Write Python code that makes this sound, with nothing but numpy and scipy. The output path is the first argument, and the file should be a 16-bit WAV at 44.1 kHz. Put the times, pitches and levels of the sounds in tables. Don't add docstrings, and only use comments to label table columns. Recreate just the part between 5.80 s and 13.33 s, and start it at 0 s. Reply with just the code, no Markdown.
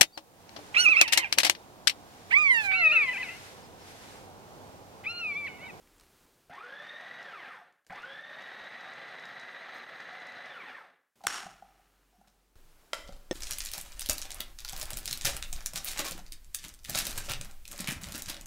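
import sys
import numpy as np
from scipy import signal
from scipy.fft import rfft, irfft
from scipy.io import wavfile
from scipy.ndimage import uniform_filter1d

SR = 44100
rng = np.random.default_rng(int(sys.argv[2]) if len(sys.argv) > 2 else 0)


def field_ratio(decibels):
    return 10 ** (np.asarray(decibels, dtype=float) / 20)


def output_pcm(signal):
    pcm = np.clip(np.atleast_2d(signal).T, -1, 1) * 32767
    wavfile.write(sys.argv[1], SR, np.round(pcm).astype(np.int16))


N = 332073

# start t/s, end t/s, hiss level/dB, hiss drift/dB, rumble level/dB
ROOM_TONE = [
    (0, 0.459, -67.5, 1, -71.5),
    (0.461, 0.705, -68, -3.5, -81),
    (2.066, 2.1, -73, 0, -90),
    (5.356, 6.751, -71.5, -4.5, -84.5),
    (6.755, 7.53, -68, 1, -75),
]
# f/Hz, level/dB per Hz
HISS = [(41, -27), (70, -4), (103, -4.5), (255, -4.5), (410, -4), (590, -8), (1160, -10), (1670, -11.5),
        (1830, -13.5), (15800, -20.5)]
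FAINT_HISS_DB = -87.5
# f/Hz, t60/s
KITCHEN = [(200, 0.63), (1000, 0.52), (4000, 0.44), (12000, 0.5)]
# t/s, peak level/dB, centre f/Hz
TICKS = [(0.074, -49, 2320), (0.182, -50, 7400), (0.198, -41.5, 5200), (0.21, -42.5, 8800),
         (0.235, -47, 1820), (1.925, -56, 1200), (2.048, -62, 3030), (2.066, -43.5, 1600),
         (2.072, -51, 7000), (7.144, -25, 1790), (7.151, -29.5, 1350), (7.185, -50, 1810),
         (7.194, -47, 2020), (7.324, -38, 1360), (5.357, -63, 1500), (6.757, -54, 1200), (7.364, -45, 1410),
         (5.416, -51, 2510)]

# on t/s, off t/s, starting mesh f/Hz, spin-up time/s, starting kick/dB
PULSES = [
    (.695, 1.43, 639.1, .15, -2),
    (2.097, 4.66, 519.8, .122, 2.5),
]
SHOT_ENDS = (2.06, 5.356)
TOP_HZ, IDLE_HZ = 1985, 150
CREEP_SHARE, CREEP_S, COAST_S, CURVE = .16, .5, .255, 1.22
# multiple of mesh rate, level/dB, width as share of the line at 1500 Hz mesh rate, loss/dB per kHz
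ORDERS_OF_MESH = [(0.332, -3.5, 0.086, 4.5), (1.001, 2.5, 0.085, 4), (2.001, -3, 0.06, 0.1),
                  (3, -1, 0.08, 7), (4, -4, .08, 7.5)]
FAN_ORDERS = [(3.23, -11.5, 0.05, .1), (4.3, -18.5, 0.035, .1), (6.4, -25, 0.018, .1)]
# f/Hz, level/dB
CASING = [(300, -4), (500, 0), (750, 0.5), (950, -3.5), (1150, 0), (1700, -3.5), (2300, 4), (2700, 1.5),
          (3500, 5.5), (4000, -1.5), (14000, .5)]
# f/Hz, level/dB per Hz
HOUSING = [(15, -63), (25, -26), (70, -27), (165, -9.5), (345, -9.5), (543, -8.5), (612, -14), (741, -6.5),
           (963, -7), (1970, -0.5), (2170, -3.5), (3030, -9.5), (3940, -12), (4540, -17), (7500, -34.5),
           (9750, -57), (16500, -120)]
# f/Hz, width/Hz, level/dB
HOUSING_MODES = [(181, 66, 1), (568, 162, 7.5), (723, 110, 5), (853, 32, 4.5), (1310, 780, 4.5),
                 (1648, 160, 4), (1810, 55, 5.5), (3480, 174, 4.5)]
# f/Hz, level/dB per Hz
CRUMB_HISS = [(2650, -33), (4500, -7.5), (5270, -7.5), (6530, -11.5), (6810, -16), (7370, -16.5),
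              (8580, -12), (10200, -17.5), (12900, -15), (15100, -25.5), (15800, -34)]
# f/Hz, width/Hz, level/dB
SPRAY_MODES = [(6430, 200, 4.5), (8500, 200, 5.5), (9600, 180, 4.5), (12800, 220, 6.5)]
# t/s, half length/s, body change/dB, crumb spray change/dB
LUMPS = [
    (2.448, 0.06, -2.5, -3),
    (3.965, 0.047, 1.5, 6),
    (4.078, 0.061, -2.5, 0),
]
BODY_DB, SPRAY_DB, ATTACK_S, KICK_S = -46, -74, 0.017, 0.13
HELD_S, SPRAY_HELD_S, FADE_DB_PER_S, KNEE_S, SPRAY_FADE = 0.32, .36, 117.5, 0.03, 1.2
DULL_HZ, DULL_SHARE = 2600, .3
FREE_ROUGH, GATHER_S, GATHER_LENGTH_S, DRAG_DB = .5, 2.5, .25, -4.5
START_ROUGH_S, START_CLATTER_DB, JOLT_MASKING = .09, 12, 2.5
TONE_DB, SLIP_DB, OVERTONES_DB, SLOW_OVERTONES_DB, OVERTONE_CLARITY = 4.5, 3, 2, -12, .05
RING_HZ, RING_DB, RING_DB_PER_OCTAVE, RING_FALL_DB_PER_OCTAVE = 1310, 5.5, 9, 15.5
HUSH_HZ, HUSH_DB_PER_OCTAVE, COAST_OVERTONES_DB_PER_KHZ, COAST_CLARITY = 500, 12.5, -7, .8
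FLARE_HZ, FLARE_WIDTH_HZ, FLARE_DB, FLARE_SWING_DB = 745, 110, -17, 3.5

# t/s, peak level/dB, f/Hz
THUDS = [(0.701, -54.5, 158), (2.099, -54, 122), (2.106, -50.5, 190), (2.106, -43.5, 770),
         (2.105, -54, 500), (2.813, -66, 74), (5.466, -51, 68.4), (5.659, -49.5, 171), (6.756, -51.5, 62.6),
         (7.187, -51, 320), (7.292, -41.5, 561), (7.29, -47, 180.5), (7.323, -50, 86), (7.326, -52, 570)]
# t/s, peak level/dB
CRUMBS = [(.7368, -51), (1.5095, -53), (2.1248, -46), (2.1572, -47), (2.2201, -49), (2.2525, -51),
          (2.6212, -47), (3.0068, -46), (3.1355, -45), (3.3964, -47), (3.4538, -42), (3.597, -41.5),
          (4.024, -54), (4.2036, -43), (4.3318, -51), (4.468, -46), (4.5214, -49), (4.6586, -46)]
# t/s, peak level/dB, centre f/Hz
SPECKS = [(2.625, -65, 11500), (3.01, -66, 14500), (3.465, -66, 11500), (3.488, -62, 14000),
          (3.945, -62, 13000), (3.98, -61, 14500), (4.165, -65, 13500)]
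SMALL_CRUMBS_PER_S, SMALL_CRUMB_DB, CRUMB_SPREAD_DB, CRUMB_HZ = 9.3, -55, 5, 4970
# t/s, length/s, level/dB, centre f/Hz, width/Hz
RUBS = [(5.406, 0.052, -59, 786, 400), (5.437, .036, -52, 3420, 7040), (5.9, 0.14, -70, 760, 120),
        (6.325, .2, -70, 745, 90), (6.44, 0.1, -72, 1400, 900), (6.33, .13, -82, 5550, 300),
        (6.4, .05, -80, 6300, 500), (6.49, .05, -74, 5500, 5000), (6.473, .03, -64, 3930, 7040),
        (6.37, 0.2, -69.5, 190, 60), (7.14, .14, -56, 2000, 4000), (7.182, 0.072, -63, 3320, 4000),
        (7.274, 0.043, -56.5, 3960, 6000), (7.284, 0.023, -55.5, 3890, 2920),
        (7.329, .06, -58.5, 2960, 6000)]
# t/s, ring peak level/dB, click over ring/dB
BUMPS = [(5.439, -37, -22), (5.449, -35.5, -17), (5.602, -42, -7), (5.633, -40, -18), (5.665, -37, -20),
         (5.684, -51, -14), (5.72, -54, -14), (5.754, -61, -9), (5.823, -41, -24), (5.956, -62, -11.5),
         (5.995, -56.5, -15.5), (6.413, -54, -7.5), (6.474, -59, -3.5)]
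# f/Hz, level/dB, t60/s
BOWL = [(190, -15, 0.067), (712, 6, 0.019), (764, 7, 0.0303), (1450, -5.5, 0.022)]
# level/dB, burst length/s, overload ceiling/dB
LATCH = (-13, .0021, -15.5)
LATCH_S = 5.468
# f/Hz, level/dB per Hz
SNAP = [(180, -48), (300, -18), (1380, 0), (2550, -11), (7360, -13.5), (8130, -11.5), (11700, -22.5),
        (15800, -31.5)]
# f/Hz, level/dB per Hz
LATCH_COLOUR = [(120, -50), (200, -19), (393, -12.5), (499, -20), (610, -13.5), (668, -11.5), (706, -7.5),
                (929, -10), (1310, -1), (1890, -7.5), (2830, -11), (3720, -14), (6810, -14.5), (11200, -24),
                (15800, -41.5)]
# f/Hz, width/Hz, level/dB
LATCH_MODES = [(2870, 300, 3), (5560, 270, 9), (6760, 400, 4.5), (8800, 300, 7)]
ECHO_DB, ECHO_HELD_S, ECHO_FALL_DB_PER_S, ECHO_LENGTH_S = -40, 0.087, 114, 1.1
LATE_DB, LATE_FALL_DB_PER_S, TREBLE_DB, TREBLE_DB_PER_S = -60, 26, -3, 20
# f/Hz, rms level/dB
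HUM = (46, -72.5)
# start t/s, end t/s
HUM_SPAN = (5.62, 6.755)
# middle t/s, half length/s, sway level/dB, rumble over it/dB
SWAY = [
    (6.78, 0.38, -55, -30),
    (7.203, 0.097, -54, -6),
    (7.272, 0.054, -53, -3.5),
    (7.347, 0.058, -43.5, -10),
    (7.4, 0.056, -53, -7),
    (7.51, 0.12, -50, -19),
]
SWAY_HZ, SWAY_START_S = 19, 6.756
# (f/Hz, level/dB, t60/s)
KNOCKS = [
    (7.132, -26.5, 8, [(579, -10.5, 0.05), (641, -8, 0.055), (1360, -2.5, 0.037), (2020, 1.5, 0.021), (3140, 1.5, 0.018), (3880, 2, .01), (5240, -3, 0.012)]),
    (7.511, -28.5, 1.2, [(248, -10, 0.07), (348, 9, 0.034), (514, 4.5, 0.042), (1833, -2, 0.042), (3490, 3.5, 0.014), (5330, -6, 0.032), (6300, -6, 0.029), (8020, -12, 0.032)]),
]
# f/Hz, level/dB
SPREAD = [(60, -19.5), (180, -36), (550, -40), (1650, -43), (4970, -37), (15000, -10.5)]


def evened(x):
    return x / np.sqrt(np.mean(x ** 2) + 1e-20)


def wander(noise, size):
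    return evened(uniform_filter1d(noise, size=size))


def read(points, hz):
    f, value = np.transpose(points)
    return np.interp(np.log(hz + 1), np.log(f + 1), value)


def add(mix, s, sound):
    part = mix[max(round(s * SR), 0):][:len(sound)]
    part += sound[:len(part)]


def bump(t, middle, half):
    return np.cos(np.pi / 2 * np.clip((t - middle) / half, -1, 1)) ** 2


def coloured(x, spectrum, modes=()):
    hz = np.fft.rfftfreq(len(x), 1 / SR)
    db = read(spectrum, hz)
    db = db + sum(d / (1 + (2 * (hz - f) / w) ** 2) for f, w, d in modes)
    return irfft(rfft(x) * field_ratio(db), len(x))


def resonate(x, hz, width):
    turn = np.exp(2j * np.pi * np.cumsum(hz * np.ones(len(x))) / SR)
    r = np.exp(-np.pi * width / SR)
    once = signal.lfilter([1 - r], [1, -r], x / turn + 1e-18)
    twice = signal.lfilter([1 - r], [1, -r], once)
    return (turn * twice).real


def ring(modes, length=.25):
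    t = np.arange(round(length * SR)) / SR
    return sum(field_ratio(db - 60 * t / t60) * np.sin(2 * np.pi * hz * t) for hz, db, t60 in modes)


def burst(t60, length=.05, top_hz=9000):
    t = np.arange(round(length * SR)) / SR
    band = signal.butter(2, [400, top_hz], "band", fs=SR)
    return signal.lfilter(*band, 0.61 * rng.standard_normal(len(t)) * field_ratio(-60 * t / t60))


def kitchen(x):
    taps = np.zeros(SR // 2)
    at = np.arange(300, SR // 2 - 20, 20)
    taps[at + rng.integers(0, 20, len(at))] = rng.choice([-1., 1.], len(at))
    hz, t, z = signal.stft(taps, SR, nperseg=256)
    tail = signal.istft(z * field_ratio(-60 * t / read(KITCHEN, hz)[:, None]), SR, nperseg=256)[1]
    return signal.fftconvolve(x, tail / np.linalg.norm(tail))[:len(x)]


def rumble(count):
    return evened(resonate(resonate(rng.standard_normal(count), 36, 50), 36, 50))


def background(start, end, hiss_db, drift_db, rumble_db):
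    count = round((end - start) * SR)
    hiss = evened(coloured(rng.standard_normal(count), HISS))
    hiss_gain = field_ratio(hiss_db + 2.5 + np.linspace(0, drift_db, count))
    return start, hiss_gain * hiss + field_ratio(rumble_db) * rumble(count)


def ticks():
    out = np.zeros(N)
    for s, db, hz in TICKS:
        add(out, s, field_ratio(db) * (0.63 * burst(0.016) + 0.25 * ring([(hz, 0, .012)], .05)))
    return out


def speed(t, on, off, start_hz, spin_s):
    u = np.minimum(t, off) - on
    gap = (1 - CREEP_SHARE) * np.exp(-(u / spin_s) ** CURVE) + CREEP_SHARE * np.exp(-u / CREEP_S)
    driven = TOP_HZ - (TOP_HZ - start_hz) * gap
    coasting = np.exp(-(np.maximum(t - off, 0) / COAST_S) ** CURVE)
    return np.maximum(driven * coasting, IDLE_HZ)


def loudness(t, on, off, kick_db):
    attack_db = -6 * np.exp(-(t - on) / ATTACK_S) + kick_db * np.exp(-(t - on) / KICK_S)

    def fade(held):
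        return FADE_DB_PER_S * KNEE_S * np.logaddexp(0, (t - off - held) / KNEE_S)

    fade_db = fade(HELD_S)
    body_db = BODY_DB + attack_db - fade_db
    spray_db = SPRAY_DB - SPRAY_FADE * fade(SPRAY_HELD_S)
    for s, half, body_change_db, spray_change_db in LUMPS:
        body_db = body_db + body_change_db * bump(t, s, half)
        spray_db = spray_db + spray_change_db * bump(t, s, half)
    return body_db, -DULL_SHARE * fade_db, spray_db


def gearing(t, hz, on, off, kick_db):
    driven = t < off
    drag = np.clip((t - GATHER_S) / GATHER_LENGTH_S, 0, 1) * np.clip(1 - (t - off) / .08, 0, 1)
    slip, octaves = 1 - hz / TOP_HZ, np.log2(hz / RING_HZ)
    clatter = np.exp(-((t - on) / START_ROUGH_S) ** 2)
    rough = FREE_ROUGH + (1 - FREE_ROUGH) * np.maximum(drag, clatter)
    clarity = np.where(driven, OVERTONE_CLARITY, COAST_CLARITY)

    jolt_db = -JOLT_MASKING * kick_db * np.exp(-(t - on) / KICK_S)
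    driven_db = TONE_DB + SLIP_DB * slip + DRAG_DB * drag + jolt_db
    coasting_db = RING_DB + np.minimum(-RING_DB_PER_OCTAVE * octaves, RING_FALL_DB_PER_OCTAVE * octaves)
    tone_db = np.where(driven, driven_db, coasting_db)

    hush_db = HUSH_DB_PER_OCTAVE * np.minimum(np.log2(hz / HUSH_HZ), 0)
    hush_db = hush_db + COAST_OVERTONES_DB_PER_KHZ * (hz - 900) / 1000
    overtones_db = OVERTONES_DB + np.where(driven, SLOW_OVERTONES_DB * slip, hush_db)
    return rough, clarity, tone_db, overtones_db + START_CLATTER_DB * clatter * slip


def whine(hz, orders, rough, clarity, tone_db, overtones_db):
    out = 0
    for k, db, share, loss_db in orders:
        overtone = k > 1.5
        noise, flutter = rng.standard_normal((2, len(hz)))
        line_hz = np.minimum(k * hz, SR / 2.2)
        fuzz = evened(resonate(noise, line_hz, share * k * 1500))
        tone = np.sqrt(2) * np.sin(2 * np.pi * np.cumsum(line_hz) / SR)
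        level_db = db - loss_db * hz / 1000 + read(CASING, line_hz)
        level_db = level_db + (overtones_db if overtone else tone_db) + 2.8 * wander(flutter, 450)
        clear = (1 - rough) * np.clip(clarity if overtone else 1, 0, 1)
        out = out + (np.sqrt(1 - clear) * fuzz + np.sqrt(clear) * tone) * field_ratio(level_db)
    return out


def levelled(x, window=0.097):
    return x / np.sqrt(uniform_filter1d(x ** 2, round(window * SR)) + 1e-12)


def machine(on, off, start_hz, spin_s, kick_db, end):
    t = np.arange(on, end, 1 / SR)
    body_db, dull_db, hiss_db = loudness(t, on, off, kick_db)
    lump_noise, grind, spray_noise, slap_noise, load = rng.standard_normal((5, len(t)))
    steady_hz = speed(t, on, off, start_hz, spin_s)
    gears = gearing(t, steady_hz, on, off, kick_db)
    rough = gears[0]
    hz = steady_hz * (1 + 0.012 * wander(load, 1200))
    blade_phase = 2 * np.pi * np.cumsum(hz / 66) / SR
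    turn_phase = 2 * np.pi * np.cumsum(hz / 132) / SR
    blades = 1 + 0.034 * np.cos(blade_phase) + 0.029 * np.cos(turn_phase)

    drive = grind * field_ratio(1.8 * wander(lump_noise, 300)) * blades
    drive = drive + field_ratio(-10.5) * whine(hz, ORDERS_OF_MESH, *gears)
    body = coloured(drive, HOUSING, HOUSING_MODES)
    spray = spray_noise * field_ratio(1.7 * wander(slap_noise, 200)) * blades ** 0.91
    hiss = coloured(spray + whine(hz, FAN_ORDERS, *gears), CRUMB_HISS, SPRAY_MODES)
    body = levelled(body + field_ratio(-7.5) * kitchen(body))
    hiss = levelled(hiss + field_ratio(-7.5) * kitchen(hiss))

    low = signal.sosfiltfilt(signal.butter(2, DULL_HZ, fs=SR, output="sos"), body)
    slap_gain = field_ratio(FLARE_DB + FLARE_SWING_DB * wander(lump_noise, 2500)) * hz / TOP_HZ * rough
    slaps = slap_gain * evened(resonate(slap_noise, FLARE_HZ, FLARE_WIDTH_HZ))
    body = low + field_ratio(dull_db) * (body - low) + slaps
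    onset = np.minimum((t - t[0]) / 0.0019, 1)
    return t[0], (field_ratio(body_db) * body + field_ratio(hiss_db) * hiss) * onset


def thuds():
    out = np.zeros(N)
    for s, db, hz in THUDS:
        add(out, s, field_ratio(db) * ring([(hz, 0, .07), (1.3 * hz, -4.5, .05), (2.3 * hz, -13, .03)]))
    return out


def crumbs():
    out, hits = np.zeros(N), list(CRUMBS)
    for on, off, *_ in PULSES:
        for s in np.arange(on, off, 1 / SMALL_CRUMBS_PER_S):
            hit_s = s + rng.random() / SMALL_CRUMBS_PER_S
            hits.append((hit_s, SMALL_CRUMB_DB + CRUMB_SPREAD_DB * rng.standard_normal()))
    for s, db in hits:
        hz = CRUMB_HZ * rng.uniform(0.95, 0.97)
        add(out, s, field_ratio(db + 10.0) * resonate(burst(0.025, top_hz=15000), hz, 3600))
    for s, db, hz in SPECKS:
        add(out, s, field_ratio(db + 12.0) * resonate(burst(0.03, top_hz=16000), hz, 3000))
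    return signal.sosfilt(signal.butter(3, 3800, "high", fs=SR, output="sos"), out)


def rubs():
    out = np.zeros(N)
    for s, length, db, hz, width in RUBS:
        noise, grain = rng.standard_normal((2, round(length * SR)))
        grainy = noise * field_ratio(4.2 * wander(grain, 90))
        scrape = evened(resonate(grainy, hz, width))
        add(out, s, field_ratio(db) * scrape * np.linspace(1, 0, len(noise)) ** 1.6)
    return out


def bumps():
    out, onset = np.zeros(N), np.arange(round(.25 * SR))
    for s, db, click_db in BUMPS:
        add(out, s, field_ratio(db) * ring(BOWL) * np.minimum(onset / 220, 1))
        add(out, s, field_ratio(db + click_db) * np.diff(burst(0.027)))
    return out


def latch():
    out, (db, length, ceiling_db) = np.zeros(N), LATCH
    u = np.arange(600) / SR / length
    snap = evened(coloured(rng.standard_normal(600), SNAP)) * u * np.exp(1 - u ** 1.7)
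    add(out, LATCH_S, field_ratio(ceiling_db) * np.tanh(field_ratio(db - ceiling_db) * snap))

    age = np.arange(0, ECHO_LENGTH_S, 1 / SR)
    t, treble_db = LATCH_S + .011 + age, TREBLE_DB - TREBLE_DB_PER_S * age
    early_db = ECHO_DB - ECHO_FALL_DB_PER_S * np.maximum(age - ECHO_HELD_S, 0)
    echo_db = np.maximum(early_db, LATE_DB - LATE_FALL_DB_PER_S * age)
    noise, grain = rng.standard_normal((2, len(t)))
    echo = coloured(noise * field_ratio(2.0 * wander(grain, 150)), LATCH_COLOUR, LATCH_MODES)
    low = signal.sosfiltfilt(signal.butter(4, 4300, fs=SR, output="sos"), echo)
    tail = evened(low) + field_ratio(treble_db) * evened(echo - low)
    add(out, t[0], field_ratio(echo_db) * tail * np.minimum((t[-1] - t) / 0.16, 1))
    add(out, LATCH_S + 0.0077, field_ratio(echo_db[0]) * evened(echo[:270]))
    return out


def hum_and_sway():
    out, (hz, db), (start, end) = np.zeros(N), HUM, HUM_SPAN
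    t = np.arange(start, end, 1 / SR)
    hum = np.sqrt(2) * np.sin(2 * np.pi * hz * t)
    add(out, start, field_ratio(db) * hum * np.minimum((t - start) / .1, 1))
    t = np.arange(SWAY_START_S, N / SR, 1 / SR)
    rocking = -np.sqrt(2) * np.cos(2 * np.pi * SWAY_HZ * (t - 6.762))
    jolt = rumble(len(t))
    for s, half, sway_db, rumble_db in SWAY:
        add(out, t[0], field_ratio(sway_db) * bump(t, s, half) * (rocking + field_ratio(rumble_db) * jolt))
    return out


def knocks():
    out, onset = np.zeros(N), np.arange(round(.25 * SR))
    for s, db, crack_db, modes in KNOCKS:
        add(out, s, field_ratio(db) * ring(modes) * np.minimum(onset / 40, 1))
        add(out, s, field_ratio(db + crack_db) * burst(0.03, top_hz=6000))
    return out


def scene():
    near = ticks() + thuds() + crumbs() + rubs() + bumps() + knocks()
    mix = near + field_ratio(-6.5) * kitchen(near) + latch() + hum_and_sway()
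    mix = mix + field_ratio(FAINT_HISS_DB) * rng.standard_normal(N)
    for pulse, end in zip(PULSES, SHOT_ENDS):
        add(mix, *machine(*pulse, end))
    for rows in ROOM_TONE:
        add(mix, *background(*rows))
    return np.array([mix, mix])


def band_limit(x):
    return signal.sosfilt(signal.butter(12, 15930, fs=SR, output="sos"), x)


def record(dry):
    hz, t, z = signal.stft(dry[0], SR, nperseg=512)
    phase = 2 * np.pi * rng.random(z.shape[::-1]).T
    z = z * field_ratio(read(SPREAD, hz))[:, None] * np.exp(1j * phase)
    side = signal.istft(z, SR, nperseg=512)[1][:N]
    return band_limit(dry + [side, -side])


dry = scene()
out = record(dry)
output_pcm(out)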